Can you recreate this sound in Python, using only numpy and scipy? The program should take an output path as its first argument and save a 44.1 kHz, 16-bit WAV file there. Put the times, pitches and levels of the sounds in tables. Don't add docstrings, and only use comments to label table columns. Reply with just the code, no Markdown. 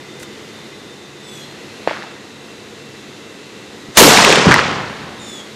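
import sys
import numpy as np
from scipy import signal
from scipy.fft import rfft, irfft, next_fast_len
from scipy.io import wavfile
from scipy.ndimage import uniform_filter1d

SR = 44100
rng = np.random.default_rng(int(sys.argv[2]) if len(sys.argv) > 2 else 0)


def unload_audio(sound):
    columns = np.transpose(np.atleast_2d(sound))
    steps = np.round(np.clip(columns, -1, 1) * 32767)
    wavfile.write(sys.argv[1], SR, steps.astype(np.int16))


N = 245135
TIME = np.arange(N) / SR

# f/Hz, relative level/dB per Hz
YARD_SPECTRUM = [(12, -68), (20, -43), (76, -15.5), (135, -7.5), (169, -9.5), (211, -1), (249, -7),
                 (433, -3.5), (587, -12), (1590, -15), (1850, -14), (2280, -16), (3250, -16.5), (3970, -17),
                 (12000, -36.5), (14500, -46), (15500, -70)]
# f/Hz, width/Hz, rms level/dB
AIR_CONDITIONER = [(104.4, 2.3, -58), (142, 2.9, -51), (216, 9, -51), (292, 19, -49.5), (354, 18, -49),
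                   (466, 66, -49.5)]
# start t/s, end t/s, f/Hz, width/Hz, rms level/dB
INSECT_BANDS = [(0, 6.1, 1954, 45, -54), (0, 0.73, 2050, 55, -51.5), (1.1, 3.65, 2640, 130, -54.5),
                (0.63, 5.56, 3890, 160, -53), (0.088, 5.56, 6600, 1300, -53)]
# start t/s, end t/s, f/Hz, rms level/dB
INSECT_NOTES = [(-0.5, 6.1, 2056, -56), (1.4, 3.63, 2703, -54), (-0.5, 1.8, 2500, -60),
                (-0.5, 1.56, 3585, -52.5), (-0.5, 5.56, 3585, -55.5), (1.5, 2, 4215, -54.5),
                (1.5, 3.8, 4230, -61)]
# t/s, rms level before the fades/dB, f/Hz, length/s
HANDLING_NOISES = [(0.177, -44, 7000, 0.096), (0.194, -39, 7000, 0.014), (0.223, -35, 6200, 0.017),
                   (0.224, -34, 1850, 0.015), (0.197, -39, 1900, 0.015), (0.2, -33.5, 385, 0.038),
                   (0.843, -35, 400, 0.03), (3.068, -41, 298, 0.052), (3.877, -31, 260, 0.033)]

# start t/s, end t/s, start f/Hz, end f before the break/Hz, bend (under 1 falls early),
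# tone gain/dB, rush level at the end before the fade/dB
BIRD_CALLS = [(1.217, 1.457, 891, 827, 1.05, -44, -53), (5.179, 5.428, 924, 822, 1.25, -42, -47)]
# multiple of the call's f, level against the tone gain/dB, loudest t/s, spread/s
BIRD_HARMONICS = [
    [(4, 7, 1.385, 0.085), (6, -6, 1.25, 0.04), (7, -3, 1.375, 0.055), (8, -2, 1.405, 0.045),
     (9, -0.5, 1.314, 0.06), (10, -9, 1.35, 0.06), (11, -8.5, 1.355, 0.065), (15, -11, 1.38, 0.08)],
    [(4, 8, 5.36, 0.115), (6, -6, 5.3, 0.07), (8, 0.5, 5.345, 0.115), (9, -6, 5.35, 0.09),
     (10, -9, 5.28, 0.085), (11, -13, 5.35, 0.054), (15, -17, 5.33, 0.06)],
]
# start t/s, end t/s, start f/Hz, end f/Hz, rms level/dB
BIRD_SIDE_NOTES = [(1.412, 1.462, 4130, 4040, -46), (5.185, 5.32, 6930, 6580, -48)]
BREAK_S, BREAK_DROP, BREAK_WAVER = 0.014, 0.07, 0.025
WALL_S, WALL_DB = 0.062, -10
RUSH_HZ, RUSH_WIDTH_HZ = 6800, 1700

# f/Hz, relative level/dB per Hz
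POP_SPECTRUM = [(40, -50), (150, -6.5), (300, -1.5), (550, 9), (900, 3), (1400, -10), (2500, -9.5),
                (4000, -44), (8000, -62), (15000, -72)]
# f before air loss/Hz, relative level/dB per Hz
POP_TAIL_SPECTRUM = [(100, -28), (300, 0.5), (700, 3), (1600, 3), (3000, -3.5), (5000, -11.5), (8000, -25),
                     (15000, -78)]
# t/s, peak level/dB
POP_ARRIVALS = [(1.875, 2), (1.9106, -9)]
# t/s, peak level of the main swing/dB, f/Hz
POP_WALL_ECHOES = [(1.8760, -15, 1600), (1.8795, -21, 330), (1.8830, -15, 1650), (1.8956, -12.5, 1900),
                   (1.9114, -18, 1600), (1.9133, -13.5, 604), (1.9319, -14.5, 1300), (1.9555, -21, 2200),
                   (1.972, -19, 1500), (2.023, -19, 1500), (2.03, -20, 2700), (2.061, -30, 1900)]
# t/s, starting level/dB, fall/(dB/s)
POP_TAIL_FADES = [(1.875, -25, 108), (1.911, -31.5, 48), (2.02, -37.5, 73)]
POP_S, POP_SMEAR_S = 1.875, 0.002

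# f/Hz, relative level/dB per Hz
CRACK_SPECTRUM = [(200, -19), (400, -4), (600, 0.5), (1000, 1.5), (1700, -0.5), (2800, -1), (4500, -2.5),
                  (7000, -3.5), (9500, -11), (11500, -22), (15000, -42)]
# f/Hz, relative level/dB per Hz
BOOM_SPECTRUM = [(20, -48), (45, -26), (80, -11), (130, 0), (215, 3), (300, -1), (440, 2), (600, -7.5),
                 (1000, -10), (3000, -60)]
# f before air loss/Hz, relative level/dB per Hz
SLAP_SPECTRUM = [(100, -18), (500, -11), (1000, 1), (1900, 0.5), (2700, -10), (5000, -17.5), (9000, -25),
                 (15000, -73)]
# f/Hz, relative level/dB per Hz
EDGE_SPECTRUM = [(100, 2), (1000, -7), (4000, -2), (7000, -9), (10000, -3.5), (13500, -2.5), (15000, -31)]
# t/s, peak level of the main swing/dB, f/Hz
BANG_WALL_ECHOES = [(4.0115, 6.5, 420), (4.021, 5, 353), (4.038, -3, 383), (4.0465, 1, 344),
                    (4.054, -5, 386), (4.0705, 0, 350), (4.079, 0, 395), (4.088, -5, 334),
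                    (4.103, -3, 1100), (4.106, -3, 2600), (4.111, -5, 400), (4.1265, 3, 930),
                    (4.1725, 2, 895), (4.173, 12, 1840), (4.178, -10, 278), (4.189, 5, 890),
                    (4.202, -3, 1000), (4.221, -6, 890), (4.228, -1, 1400), (4.248, 15, 2600),
                    (4.278, -1, 1470), (4.302, 0, 403), (4.303, 7, 2680), (4.326, 3.5, 2550),
                    (4.328, -5.5, 376), (4.358, 1, 2800), (4.375, -4, 520), (4.381, -9, 220),
                    (4.457, -4.5, 432), (4.4675, 1, 171), (4.468, -6.5, 104), (4.469, 0, 930),
                    (4.488, -3, 277), (4.499, -10.5, 199), (4.506, -8, 130), (4.5125, 7, 1380),
                    (4.519, 8, 1580), (4.5255, 4, 1430), (4.5415, 9.5, 1600), (4.562, 4, 900),
                    (4.579, -13, 1800), (4.587, -4, 1760), (4.592, 3, 1400)]
# t/s, crack gain/dB, slap gain/dB, boom gain/dB,
# rise time constant/s, fall/(dB/s)
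HOUSE_SWELLS = [(4.025, -10.5, -43, -11, 0.014, 128), (4.478, -24, -14.5, -11, 0.0082, 117),
                (4.518, -13.5, -14.5, -33, 0.025, 81), (4.675, -36, -27, -24.5, 0.03, 70),
                (4.765, -48, -28, -31, 0.015, 79), (5.04, -55, -37, -37.5, 0.047, 56)]
FIRE_S, BANG_SMEAR_S = 3.9716, 0.0017
STREET_S, SAG_DB_PER_S = 0.35, 10
CRACK_DB, CRACK_FALL_DB_PER_S = -6.5, 35
BOOM_DB, BOOM_RISE_S, BOOM_FALL_DB_PER_S = -15, 0.011, 36
FACET_COUNT, FACET_SPAN_S, FACET_DB, FACET_SPREAD_DB = 70, 0.85, 5, 2.5
FACET_LOW_HZ, FACET_HIGH_HZ = 300, 3000
RUMBLE_S, RUMBLE_HZ, RUMBLE_WIDTH_HZ = 4.47, 89, 18
RUMBLE_DB, RUMBLE_FALL_DB_PER_S = -33.5, 34


def amp(db):
    return 10 ** (np.asarray(db) / 20)


def evened(x):
    return x / np.sqrt(np.mean(x ** 2) + 1e-20)


def read(points, hz):
    f, value = np.transpose(points)
    return np.interp(np.log(hz + 1), np.log(f), value)


def add(mix, s, sound):
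    part = mix[round(s * SR):][:len(sound)]
    part += sound[:len(part)]


def coloured(x, spectrum):
    gain = amp(read(spectrum, np.fft.rfftfreq(len(x), 1 / SR)))
    return evened(irfft(rfft(x) * gain, len(x)))


def band_noise(hz, width, size):
    full = next_fast_len(N)
    f = np.fft.rfftfreq(full, 1 / SR)
    resonance = 1 / (1 + ((f - hz) / width) ** 2)
    return evened(irfft(rfft(rng.standard_normal(full)) * resonance, full))[:size]


def scatter(spectrum, start_s, lumpy_db, patchy_db, air_db=1.0, air_power=0.99):
    size = next_fast_len(N)
    clumps = evened(uniform_filter1d(rng.standard_normal(size), size=130))
    taps = coloured(rng.standard_normal(size) * amp(lumpy_db * clumps), spectrum)
    hz, t, z = signal.stft(taps, SR, nperseg=256)
    patches = uniform_filter1d(rng.standard_normal(z.shape), size=3, axis=1)
    patches = evened(uniform_filter1d(patches, size=5, axis=0))
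    air_loss_db = air_db * (hz[:, None] / 1000) ** air_power * np.clip(t - start_s, 0, 1)
    dark = signal.istft(z * amp(patchy_db * patches - air_loss_db), SR, nperseg=256)[1][:N]
    local_rms = np.sqrt(uniform_filter1d(dark ** 2, size=2200) + 1e-12)
    return dark / local_rms * (TIME >= start_s)


def echoes(rows, smear_s, damping, rough):
    out, t = np.zeros(N), TIME[:SR // 2]
    for s, db, hz in rows:
        ring = t ** 2 * np.sin(2 * np.pi * hz * t) * np.exp(-damping * hz * t)
        swing = np.gradient(ring)
        cluster = rough * np.sqrt(hz / SR) * rng.standard_normal(len(t)) * np.exp(-t / smear_s)
        smeared = swing + signal.fftconvolve(cluster, swing)[:len(t)]
        add(out, s, amp(db) * smeared / abs(swing).max())
    return out


def yard(wash_db=-37.5, swell_db=1.0):
    wash = coloured(rng.standard_normal(next_fast_len(N)), YARD_SPECTRUM)[:N]
    wash *= amp(wash_db + swell_db * band_noise(0, 1.3, N))
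    hum = sum(amp(db) * band_noise(hz, width, N) for hz, width, db in AIR_CONDITIONER)
    return wash + hum


def insects(fade_s=0.17, waver_hz=5, flicker_db=3):
    def sings(start, end):
        return np.interp(TIME, [start - fade_s, start, end, end + fade_s], [0, 1, 1, 0])

    chorus = np.zeros(N)
    for start, end, hz, width, db in INSECT_BANDS:
        chorus += amp(db) * band_noise(hz, width, N) * sings(start, end)
    for start, end, hz, db in INSECT_NOTES:
        pitch_hz = hz + waver_hz * band_noise(0, 9.9, N)
        note = np.sin(2 * np.pi * np.cumsum(pitch_hz) / SR) * amp(flicker_db * band_noise(0, 10, N))
        chorus += amp(db) * evened(note) * sings(start, end)
    return chorus


def handling():
    out = np.zeros(N)
    for s, db, hz, length in HANDLING_NOISES:
        size = round(length * SR)
        add(out, s, amp(db) * band_noise(hz, hz * 0.5, size) * np.hanning(size))
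    return out


def bird(waver=0.003, rasp=0.3, wet_db=-10, leaves_s=0.08, taper=0.2):
    out = np.zeros(N)
    for call, harmonics in zip(BIRD_CALLS, BIRD_HARMONICS):
        start, end, high_hz, low_hz, bend, db, rush_db = call
        size = round((end - start) * SR)
        along, t = np.linspace(0, 1, size), start + TIME[:size]
        breaking = np.exp((t - end) / BREAK_S)
        fall_hz = high_hz + (low_hz - high_hz) * along ** bend
        wobble = (waver + BREAK_WAVER * breaking) * band_noise(0, 85, size)
        phase = 2 * np.pi * np.cumsum(fall_hz * (1 - BREAK_DROP * breaking + wobble)) / SR
        tone = np.zeros(size)
        for multiple, level, peak_s, spread_s in harmonics:
            swell = np.exp(-0.5 * ((t - peak_s) / spread_s) ** 2)
            tone += amp(level) * swell * np.sin(multiple * phase)
        hoarse = amp(db) * tone * (1 + rasp * band_noise(0, 210, size))
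        rush = amp(rush_db) * along * band_noise(RUSH_HZ, RUSH_WIDTH_HZ, size)
        add(out, start, (hoarse + rush) * signal.windows.tukey(size, taper))
    for start, end, high_hz, low_hz, db in BIRD_SIDE_NOTES:
        size = round((end - start) * SR)
        hz = np.linspace(high_hz, low_hz, size) * (1 + waver * band_noise(0, 90, size))
        note = np.sin(2 * np.pi * np.cumsum(hz) / SR) * signal.windows.tukey(size, 0.5)
        add(out, start, amp(db) * evened(note))
    add(out, WALL_S, amp(WALL_DB) * out)
    tail = rng.standard_normal(SR) * np.exp(-TIME[:SR] / leaves_s)
    return out + amp(wet_db) * signal.fftconvolve(out, tail / np.linalg.norm(tail))[:N]


def firecracker():
    size = 4096
    log_gain = np.log(amp(read(POP_SPECTRUM, abs(np.fft.fftfreq(size, 1 / SR)))))
    pulse = np.fft.ifft(np.exp(np.conj(signal.hilbert(log_gain)))).real[:size // 2]
    power = sum(amp(db - fall * abs(TIME - s)) ** 2 * (TIME >= s) for s, db, fall in POP_TAIL_FADES)
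    out = scatter(POP_TAIL_SPECTRUM, POP_S, lumpy_db=1.0, patchy_db=2.0) * np.sqrt(power)
    for s, db in POP_ARRIVALS:
        add(out, s, -amp(db) * pulse / abs(pulse).max())
    return out + echoes(POP_WALL_ECHOES, POP_SMEAR_S, damping=3.3, rough=0.25)


def cannon(blast_db=12, blast_s=0.032, edge_db=-3.5, edge_s=0.068, apart=0.26,
           flare_db=-16, flare_s=0.0094):
    age = np.maximum(TIME - FIRE_S, 0)
    fired = TIME >= FIRE_S
    crack_gain, slap_gain, boom_gain = roll(age)
    near_db = blast_db * np.exp(-age / blast_s)
    crack = scatter(CRACK_SPECTRUM, FIRE_S, lumpy_db=1.0, patchy_db=1.5, air_db=1.23, air_power=1.47)
    slap = scatter(SLAP_SPECTRUM, FIRE_S, lumpy_db=2.5, patchy_db=0.0, air_db=3.3)
    boom = scatter(BOOM_SPECTRUM, FIRE_S, lumpy_db=1.5, patchy_db=1.0, air_db=19, air_power=0.56)
    rolling = (crack * crack_gain + slap * slap_gain + boom * boom_gain) * amp(near_db)
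    flare = coloured(rng.standard_normal(N), CRACK_SPECTRUM) * amp(flare_db)
    flare *= np.exp(-abs(TIME - FIRE_S) / flare_s) * ~fired
    walls = echoes(BANG_WALL_ECHOES, BANG_SMEAR_S, damping=2.73, rough=0.48)
    shared, own = (coloured(rng.standard_normal(N), EDGE_SPECTRUM) for _ in range(2))
    edge = np.array([shared + apart * own, shared - apart * own])
    edge *= amp(edge_db) * np.exp(-age / edge_s) * fired
    return rolling + flare + walls + facets() + edge


def roll(age):
    held_db = -SAG_DB_PER_S * np.minimum(age, STREET_S)
    late = np.maximum(age - STREET_S, 0)
    crack = amp(CRACK_DB + held_db - CRACK_FALL_DB_PER_S * late)
    boom = amp(BOOM_DB + held_db - BOOM_FALL_DB_PER_S * late) * (1 - np.exp(-age / BOOM_RISE_S))
    slap = np.zeros(N)
    for s, crack_db, slap_db, boom_db, rise_s, fall in HOUSE_SWELLS:
        swell = np.exp(np.minimum(TIME - s, 0) / rise_s) * amp(-fall * np.maximum(TIME - s, 0))
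        crack = np.hypot(crack, amp(crack_db) * swell)
        slap = np.hypot(slap, amp(slap_db) * swell)
        boom = np.hypot(boom, amp(boom_db) * swell)
    return crack, slap, boom


def facets():
    when, strength, colour = rng.random((FACET_COUNT, 3)).T
    age = FACET_SPAN_S * (np.arange(FACET_COUNT) + when) / FACET_COUNT
    crack_gain = roll(np.maximum(TIME - FIRE_S, 0))[0]
    held = np.interp(FIRE_S + age, TIME, crack_gain)
    db = 20 * np.log10(held) + FACET_DB + FACET_SPREAD_DB * (2 * strength - 1)
    hz = FACET_LOW_HZ * (FACET_HIGH_HZ / FACET_LOW_HZ) ** colour
    return echoes(zip(FIRE_S + age, db, hz), BANG_SMEAR_S, damping=3.3, rough=0.35)


def rumble():
    fade = amp(RUMBLE_DB - RUMBLE_FALL_DB_PER_S * abs(TIME - RUMBLE_S)) * (TIME >= RUMBLE_S)
    return band_noise(RUMBLE_HZ, RUMBLE_WIDTH_HZ, N) * fade


def scene():
    return yard() + insects() + handling() + bird() + firecracker() + cannon() + rumble()


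def record(dry, ceiling=0.98, knee=12, edge_hz=15600):
    fine = signal.resample_poly(dry, 2, 1, axis=1)
    clipped = fine / (1 + abs(fine / ceiling) ** knee) ** (1 / knee)
    flat = signal.resample_poly(clipped, 1, 2, axis=1)
    lowpass = signal.firwin(127, edge_hz, window=("kaiser", 8), fs=SR)
    return signal.oaconvolve(flat, lowpass[None], "same", axes=1)


dry = scene()
out = record(dry)
unload_audio(out)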